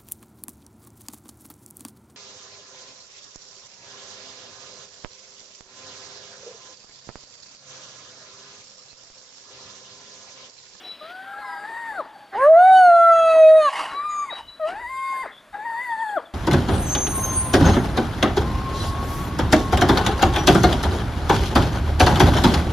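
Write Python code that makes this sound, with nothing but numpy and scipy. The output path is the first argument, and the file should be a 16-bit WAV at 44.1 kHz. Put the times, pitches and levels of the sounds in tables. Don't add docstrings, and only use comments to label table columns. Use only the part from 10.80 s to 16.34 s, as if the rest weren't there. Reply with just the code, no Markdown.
import sys
import numpy as np
from scipy import signal
from scipy.fft import rfft, irfft
from scipy.io import wavfile
from scipy.ndimage import uniform_filter1d

SR = 44100
rng = np.random.default_rng(int(sys.argv[2]) if len(sys.argv) > 2 else 0)


def to_wav(sig):
    pcm = np.clip(np.atleast_2d(sig), -1, 1) * 32767
    pcm = np.round(pcm).astype(np.int16)
    wavfile.write(sys.argv[1], SR, pcm.T)


N = 244241
T = np.arange(N) / SR

# time in seconds, pitch in Hz, level ahead of the nose in dB, rasp in dB.
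FIRST_WHINE = [(0.207, 599, -46.5, -51), (0.265, 644, -50, -49.5), (0.33, 736, -41.5, -52),
               (0.6, 822.6, -42, -44), (0.76, 802.6, -38, -49.5), (0.84, 826, -43, -38),
               (0.885, 906, -40.5, -37.5), (1.0, 938, -39.5, -42), (1.085, 906.6, -36, -40),
               (1.168, 773, -37, -39)]
HIGH_WHINE = [(2.93, 1074, -35, -38.5), (3.12, 1085, -39.5, -33.5), (3.18, 1152, -26, -38),
              (3.274, 1209, -25.5, -47), (3.44, 1167, -26.5, -41), (3.468, 1086, -43.5, -43.5),
              (3.49, 1066, -31, -44)]
RISING_WHINE = [(3.795, 645, -38.5, -56), (3.85, 611.7, -27, -60), (3.89, 686, -33, -35),
                (3.96, 826, -35, -37), (4.014, 994, -36, -38.5), (4.05, 943.5, -32, -48),
                (4.1, 1053, -30.5, -57), (4.29, 1073, -28, -44), (4.422, 1052, -27, -40.5)]
WAVERING_WHINE = [(4.728, 815, -39.5, -36.5), (4.82, 848, -37.5, -42.5), (4.855, 930, -36, -39),
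                  (4.95, 910, -31.5, -44.5), (5.035, 1018, -29.5, -41.5), (5.114, 924, -28, -45),
                  (5.17, 879, -35.5, -44), (5.224, 917, -27, -46), (5.252, 874, -32, -46),
                  (5.35, 813, -27, -42)]
# curve, final drop in seconds, level after it in dB, then octave, overtones and hiss in dB
# against the level, jitter as a share of pitch, flutter in dB, fall per overtone in dB, lean left in dB.
WHINES = [(FIRST_WHINE, .036, -32, 5, -38, -23.5, 0.0054, .4, 2.6, 3.4),
          (HIGH_WHINE, 0.042, -42, 0, -29, -55, .0027, 0.7, 3.8, 2.5),
          (RISING_WHINE, .042, -38, -3.04, -25, -32.5, 0.0017, 0.29, 1.8, 2.9),
          (WAVERING_WHINE, 0.033, -26, -1.1, -35, -30, 0.0061, 1.67, 3.2, 3.5)]
# time in seconds, pitch in Hz, then fundamental, octave and higher overtones in dB.
HOWL = [(1.555, 393.3, -43, -27.5, -36), (1.595, 506, -29.5, -21.5, -35), (1.635, 549.7, -16.5, -17, -22.5),
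        (1.67, 596.3, -10, -21, -35), (1.71, 646, -8.5, -51.5, -62.5), (1.745, 651, -7.5, -33.5, -50.5),
        (1.8, 717, -10, -22.5, -44.5), (1.88, 757.2, -9.5, -28, -40.5), (1.99, 748.5, -9.5, -21.5, -35.5),
        (2.12, 685.3, -10, -20.5, -41.5), (2.26, 673.6, -16.5, -12.5, -39), (2.521, 649.4, -13.5, -23, -30),
        (2.641, 633.5, -7.5, -39.5, -36), (2.781, 633.7, -10.5, -32, -37),
        (2.86, 589.3, -25.5, -16.5, -29.5), (2.889, 541, -37, -15.5, -31)]
# frequency in Hz, gain in dB.
NOSE = [(520, -3), (630, 7), (740, -2.5), (850, 0), (920, 2.5), (965, -1.5), (1015, -15.5), (1062, -0.5),
        (1200, -0.5), (1400, -2.5), (1620, -6.5), (1850, -2.5), (2000, 1), (2140, -7), (2300, -23)]
THROAT = [(1100, 13.5), (1650, 17), (2200, -9.5), (2700, -1.5), (3200, -6), (3900, -2), (4600, -8.5),
          (5400, -27), (6600, -2), (7400, -23), (8900, -6.5), (10500, -18), (11400, -33), (12500, -54)]
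# time in seconds, lower and upper mouth resonance in Hz.
HOWL_MOUTH = [(1.65, 1677, 2840), (1.76, 1950, 4100), (1.9, 2300, 3670), (2.02, 2822, 4470),
              (2.11, 1920, 4046), (2.25, 1907, 3510), (2.41, 2603, 3260), (2.63, 2600, 3700),
              (2.75, 2020, 3780), (2.84, 2890, 4330)]
# width in Hz, strength in dB.
MOUTH_SHAPES = [(260, 15.5), (380, 5.5)]
# start and end in seconds, first and last pitch in Hz, level in dB.
WHISTLES = [(.35, 1.22, 3840, 3647, -59), (3.105, 3.539, 3810, 3587, -55), (3.959, 4.481, 3718, 3604, -52),
            (4.719, 5.379, 3670, 3533, -55.5)]
SIDEBAND_ORDERS = [(1, -2), (1, -1), (1, 0), (1, 1), (2, -1), (2, 0), (2, 1), (2, 2), (2, 3), (3, 0),
                   (3, 1)]
SIDEBAND_DB = [1.5, -12, -5, -6.5, -22, -10, -10, -11.5, -30, -14.5, -26]
# start, peak and end in seconds, level in dB.
BREAKS = [(2.878, 2.985, 3.17, -25.5), (3.531, 3.59, 3.63, -38), (3.851, 3.891, 3.96, -37)]
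# frequency in Hz, spectral density in dB.
RASP = [(100, -40), (280, -5), (550, -4.5), (850, -1), (1400, -3), (1900, -1.5), (2400, -16.5), (3200, -25),
        (4600, -22.5), (6500, -49.5), (13000, -65.5)]
HISS = [(1500, -25), (2800, 3.5), (3900, -12), (4700, 4), (5600, -12), (7400, -4.5), (8600, -7), (11200, 3),
        (12100, -1.5), (13200, -21.5)]
HOARSE = [(250, -34), (550, -18.5), (800, 8), (1150, 3.5), (1500, -9.5), (1950, 1.5), (2350, -11.5),
          (2900, 2), (3600, -18), (4700, -12.5), (6500, -23), (8000, -20.5), (10500, -23.5), (12400, -49),
          (13800, -72)]
# start and length in seconds, first and last pitch in Hz, level in dB,
# octave against the fundamental in dB, buzz as a share of pitch.
FAR_TONES = [(0.0, 0.087, 766, 734, -50, -18, 0.034), (0.394, 0.53, 1390, 1254, -45, -33, 0.037),
             (.6, .2, 1060, 929, -40, -8, .016), (1.14, .36, 869, 813, -44.5, -9, 0.056),
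             (3.587, .03, 1040, 863, -38, -20.5, .05)]
# start and length in seconds, first and last pitch in Hz,
# level in dB, buzz as a share of pitch.
BIRDS = [(-.04, 0.49, 5740, 4380, -63, .004), (.558, .17, 4213, 4090, -57, 0.0086),
         (.623, 0.28, 5150, 4600, -60, .006), (1.3, .25, 4580, 4450, -65, 0.0039),
         (3.28, 0.155, 6840, 6620, -49.5, .026), (3.495, 0.0615, 3750, 3930, -35.5, 0.0056),
         (3.535, 0.062, 3945, 3840, -42, .006), (3.497, .24, 3094, 2900, -54, 0.012),
         (4.5, .12, 3350, 3500, -53.5, 0.037)]
# start in seconds, level in dB.
PIPES = [(0.024, -39), (3.098, -45), (3.665, -48)]
# frequency in Hz, time to fall 60 dB in seconds.
YARD_DECAY = [(200, 0.92), (1000, 0.71), (4000, 0.31), (12000, 0.41)]
# frequency in Hz, gain in dB.
ECHO_COLOUR = [(200, 4), (650, -9), (1100, -5), (2500, 1), (6000, 8), (12000, 2)]
# frequency in Hz, spectral density in dB.
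AIR = [(15, -48), (25, -25.5), (233, -2.5), (469, -8.5), (631, 1.5), (848, -13.5), (945, -4.5),
       (1620, -5.5), (2850, -16), (3630, -15.5), (5730, -23.5), (10900, -26), (12200, -25.5), (13500, -65),
       (15500, -65)]
RUSTLE = [(120, -24.5), (250, -7), (600, -7), (1100, -10), (2000, -10.5), (3400, -4.5), (4700, -18.5),
          (7000, -33)]
RUMBLE = [(12, -34.5), (28, -6), (48, 2.5), (75, -3.5), (130, -16.5), (400, -46.5)]
# time in seconds, level in dB.
RUSTLE_LEVEL = [(0, -44.5), (.2, -51.5), (.3, -46), (.45, -53.5), (.8, -58.5), (1.4, -60.5), (5.54, -69)]
# peak time and width in seconds, level in dB.
GUSTS = [(1.7, .07, -56.5), (2.42, 0.19, -58.5), (3.3, 0.13, -69), (3.66, 0.054, -51.5), (4.06, 0.17, -55),
         (4.72, 0.046, -62.5)]
# frequency in Hz, phase between them in radians.
PORT_PHASE = [(0, 0), (2150, 0.23), (15400, 0.13)]

MIDDLE_HZ, OVERTONE_DB_PER_OCTAVE, HISS_DB_PER_OCTAVE = 904, -18, 13.5
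WHINE_MOUTH_HZ = (2260, 3200)
COLLAPSE_HZ, LOWEST_HZ, COLLAPSE_POWER = 587, 476, 1.4
TONE_RELEASE_S, TONE_RELEASE_DB = .016, -15.5
PUFF_DB, PUFF_S, PUFF_FADE_DB = -34.5, .085, -12
HOWL_ATTACK_S, HOWL_RELEASE_S, HOWL_EDGE_DB, BRIGHT_DB = .04, .014, -24.5, -37
TAUT_HZ, SLACK_RASP_DB_PER_OCTAVE, SLACK_HISS_DB_PER_OCTAVE = 680, 14, -17
WHISTLE_RISE_SHARE, WHISTLE_RELEASE_S, WHISTLE_EDGE_DB = .4, .057, -11.5
PIPE_HZ, PIPE_S, PIPE_ECHO_DB, PIPE_ECHO_S = 3953, .11, -12.5, .22
CHIRP_START_S, CHIRP_PERIOD_S, CHIRP_COUNT = 5.102, .0873, 5
CHIRP_S, CHIRP_FROM_HZ, CHIRP_TO_HZ, CHIRP_DB = .0277, 3640, 3140, -51.5
AIR_DB, BREEZE_DB = -54, -80


def near_dog():
    out = np.zeros((2, N))
    add(out, *howl(), pan_db=-.3)
    for (curve, *manner, pan_db), row in zip(WHINES, WHISTLES):
        add(out, *whine(curve, *manner), pan_db)
        add(out, *whistle(curve, *row), pan_db=4.5)
    for row in BREAKS:
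        add(out, *hoarse_break(*row), pan_db=-.7)
    return out


def howl():
    start, end = HOWL[0][0], HOWL[-1][0]
    t = np.arange(start - HOWL_ATTACK_S, end + HOWL_RELEASE_S, 1 / SR)
    hz, first_db, octave_db, overtone_db = follow(HOWL, t)
    edge_db = np.interp(t, [t[0], start, end, t[-1]], [HOWL_EDGE_DB, 0, 0, HOWL_EDGE_DB])
    slack = np.maximum(np.log2(TAUT_HZ / hz), 0)
    brightness_db = overtone_db - BRIGHT_DB
    rasp_db = -40 + .33 * brightness_db + edge_db / 2 + SLACK_RASP_DB_PER_OCTAVE * slack
    hiss_db = -54 + .7 * brightness_db + edge_db / 2 + SLACK_HISS_DB_PER_OCTAVE * slack
    return voice(t, hz, first_db + edge_db, octave_db + edge_db, overtone_db + edge_db, rasp_db, hiss_db,
                 follow(HOWL_MOUTH, t), jitter=.0018, flutter_db=.12, fall_db=.19, hiss_shift=.88)


def whine(curve, drop_s, end_db, octave_db, overtone_db, hiss_db, jitter, flutter_db, fall_db):
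    let_go, last_hz = curve[-1][:2]
    end = let_go + drop_s
    puff = [(end, last_hz, end_db, PUFF_DB), (end + PUFF_S, last_hz, end_db, PUFF_DB + PUFF_FADE_DB)]
    t, hz, db, rasp_db = curves(list(curve) + puff)
    fallen = (np.maximum(t - let_go, 0) / drop_s) ** COLLAPSE_POWER
    hz = np.maximum(hz - (last_hz - COLLAPSE_HZ) * fallen, LOWEST_HZ)
    db = db + TONE_RELEASE_DB * np.maximum(t - end, 0) / TONE_RELEASE_S
    height = np.log2(hz / MIDDLE_HZ)
    first_db = db + read(NOSE, hz)
    octave_db = db + octave_db + read(NOSE, 2 * hz)
    overtone_db = db + overtone_db + OVERTONE_DB_PER_OCTAVE * height
    hiss_db = db + hiss_db + HISS_DB_PER_OCTAVE * height
    return voice(t, hz, first_db, octave_db, overtone_db, rasp_db, hiss_db,
                 WHINE_MOUTH_HZ, jitter, flutter_db, fall_db)


def voice(t, hz, first_db, octave_db, overtone_db, rasp_db, hiss_db,
          centres, jitter, flutter_db, fall_db, hiss_shift=1):
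    size = len(t)
    unrest = np.minimum(amp(rasp_db - np.maximum(first_db, octave_db)), 1)
    phase = phase_of(hz * (1 + (jitter + .013 * unrest) * wander(130, size)))
    tone = amp(first_db) * np.sin(phase) + amp(octave_db) * np.sin(2 * phase)
    collapse = np.clip(-np.gradient(np.log(hz)) * SR / 7, 0, 1) ** 2
    tone += uniform_filter1d(collapse, size=900) * amp(first_db - 16) * np.sin(phase / 2)
    orders = np.arange(3, 21)[:, None]
    tract = vocal_tract(centres, orders * hz) * amp(-fall_db * orders)
    tract /= np.linalg.norm(tract, axis=0)
    shimmer = amp(3.5 * np.array([wander(12, size) for _ in orders]))
    tone += amp(overtone_db - 2.5) * (tract * shimmer * np.sin(orders * phase)).sum(0)
    tone *= np.sqrt(2) * amp((flutter_db + 2.7 * unrest) * wander(25, size))
    puffs = unit(1 + .28 * np.cos(phase))
    rasp = amp(rasp_db - 4) * patchy(noise(RASP, size), depth_db=5)
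    hiss = amp(hiss_db - 1) * patchy(noise(np.array(HISS) * [hiss_shift, 1], size), depth_db=4.5)
    return t[0], tone * fade(size, seconds=.0049) + puffs * (rasp + hiss) * fade(size, seconds=.019)


def vocal_tract(centres, hz):
    peaks = sum(amp(db) / (1 + (2 * (hz - centre) / width_hz) ** 2)
                for centre, (width_hz, db) in zip(centres, MOUTH_SHAPES))
    return amp(read(THROAT, hz)) * (1 + peaks)


def whistle(curve, start, end, first_hz, last_hz, db):
    peak = start + WHISTLE_RISE_SHARE * (end - start)
    t, swell_db = curves([(start, WHISTLE_EDGE_DB), (peak, 0),
                          (end - WHISTLE_RELEASE_S, 0), (end, WHISTLE_EDGE_DB)])
    size = len(t)
    carrier = phase_of(np.linspace(first_hz, last_hz, size) * (1 + .003 * wander(140, size)))
    folds = phase_of(follow(curve, t)[0])
    tones = sum(amp(tone_db + 2 * wander(23, size)) * np.sin(m * carrier + k * folds)
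                for (m, k), tone_db in zip(SIDEBAND_ORDERS, SIDEBAND_DB))
    return start, np.sqrt(2) * amp(db + swell_db) * tones * fade(size)


def hoarse_break(start, peak, end, db):
    t, level_db = curves([(start, db - 12.5), (peak, db), (end, db - 21)])
    rattle = patchy(noise(HOARSE, len(t)), depth_db=2.5)
    hiss = amp(-32) * noise(HISS, len(t))
    return start, amp(level_db + 1.63 * wander(81, len(t))) * (rattle + hiss) * fade(len(t))


def far_sounds():
    out = np.zeros((2, N))
    for start, length, first_hz, last_hz, db, buzz in bird_notes():
        phase, swell = glide(length, first_hz, last_hz, buzz)
        add(out, start, amp(db) * swell * np.sin(phase), pan_db=3)
    for start, length, first_hz, last_hz, db, octave_db, buzz in FAR_TONES:
        phase, swell = glide(length, first_hz, last_hz, buzz)
        tone = np.sin(phase) + amp(octave_db) * np.sin(2 * phase)
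        add(out, start, amp(db) * swell * tone, pan_db=1.5)
    return out


def bird_notes():
    pipes = [(s, PIPE_S, PIPE_HZ, PIPE_HZ, db, .002) for s, db in PIPES]
    echoes = [(s + PIPE_S / 2, PIPE_ECHO_S, PIPE_HZ, PIPE_HZ, db + PIPE_ECHO_DB, .004) for s, db in PIPES]
    chirps = [(CHIRP_START_S + k * CHIRP_PERIOD_S, CHIRP_S, CHIRP_FROM_HZ, CHIRP_TO_HZ, CHIRP_DB, .011)
              for k in range(CHIRP_COUNT)]
    return list(BIRDS) + pipes + echoes + chirps


def glide(length, first_hz, last_hz, buzz):
    size = round(length * SR)
    hz = np.linspace(first_hz, last_hz, size) * (1 + buzz * wander(230, size))
    return phase_of(hz), np.sqrt(2) * signal.windows.tukey(size, .5) * amp(3.4 * wander(33, size))


def yard_echo(x):
    mid, side = rng.standard_normal((2, SR)) * (rng.random((2, SR)) < 1500 / SR)
    taps = (mid + .12 * np.array([side, -side])) * (T[:SR] > .012)
    hz, t, bands = signal.stft(taps, SR, nperseg=256)
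    gain_db = read(ECHO_COLOUR, hz)[:, None] - 60 * t / read(YARD_DECAY, hz)[:, None]
    tail = signal.istft(bands * amp(gain_db), SR, nperseg=256)[1]
    return signal.fftconvolve(x, tail / np.linalg.norm(tail[0]), axes=1)[:, :N]


def background():
    breeze = amp(BREEZE_DB + 3 * wander(4, N))
    wind = breeze + sum(amp(db) * np.exp(-((T - s) / width) ** 2) for s, width, db in GUSTS)
    rustle_db = follow(RUSTLE_LEVEL, T)[0]

    def layer():
        air = amp(AIR_DB + .65 * wander(5, N)) * patchy(noise(AIR, N), depth_db=-1)
        rustle = amp(rustle_db + 1.5 * wander(27, N)) * patchy(noise(RUSTLE, N), depth_db=2)
        return air + rustle + wind * noise(RUMBLE, N)
    side = amp(-17) * layer()
    return layer() * amp([[.4], [-.4]]) + np.array([side, -side])


def amp(db):
    return 10 ** (np.asarray(db) / 20)


def unit(x):
    return x / np.sqrt(np.mean(x ** 2) + 1e-20)


def phase_of(hz):
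    return 2 * np.pi * np.cumsum(hz) / SR


def read(points, hz):
    f, value = np.transpose(points)
    return np.interp(np.log(hz + 1), np.log(f + 1), value)


def follow(rows, t):
    s, *columns = np.transpose(rows)
    return [np.interp(t, s, column) for column in columns]


def curves(rows):
    t = np.arange(rows[0][0], rows[-1][0], 1 / SR)
    return [t] + follow(rows, t)


def noise(points, size):
    gain = amp(read(points, np.fft.rfftfreq(size, 1 / SR)))
    return unit(irfft(rfft(rng.standard_normal(size)) * gain, size))


def patchy(x, depth_db):
    bands = signal.stft(x, nperseg=512, noverlap=384)[2]
    patches = uniform_filter1d(rng.standard_normal(bands.shape), size=4, axis=0)
    patches = unit(uniform_filter1d(patches, size=14, axis=1))
    return unit(signal.istft(bands * amp(depth_db * patches), nperseg=512, noverlap=384)[1][:len(x)])


def wander(hz, size):
    f = np.fft.rfftfreq(size + SR, 1 / SR)
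    return unit(irfft(rfft(rng.standard_normal(size + SR)) / (1 + (f / hz) ** 2), size + SR))[:size]


def fade(size, seconds=.0027):
    return signal.windows.tukey(size, min(1, 2 * seconds * SR / size))


def add(mix, s, sound, pan_db):
    start = round(s * SR)
    sound = sound[max(-start, 0):]
    part = mix[:, max(start, 0):][:, :len(sound)]
    part += amp([[pan_db / 2], [-pan_db / 2]]) * sound[:part.shape[1]]


def scene():
    near, far = near_dog(), far_sounds()
    return near + far + yard_echo(amp(-13) * near + amp(-7.5) * far) + background()


def record(dry):
    half_shift = np.exp(.5j * read(PORT_PHASE, np.fft.rfftfreq(N, 1 / SR)))
    pair = irfft(rfft(dry) * np.array([half_shift, half_shift.conj()]), N)
    lowpass = signal.firwin(511, cutoff=15750, window=("kaiser", 9), fs=SR)
    return signal.oaconvolve(pair, lowpass[None], "same")


dry = scene()
out = record(dry)
to_wav(out)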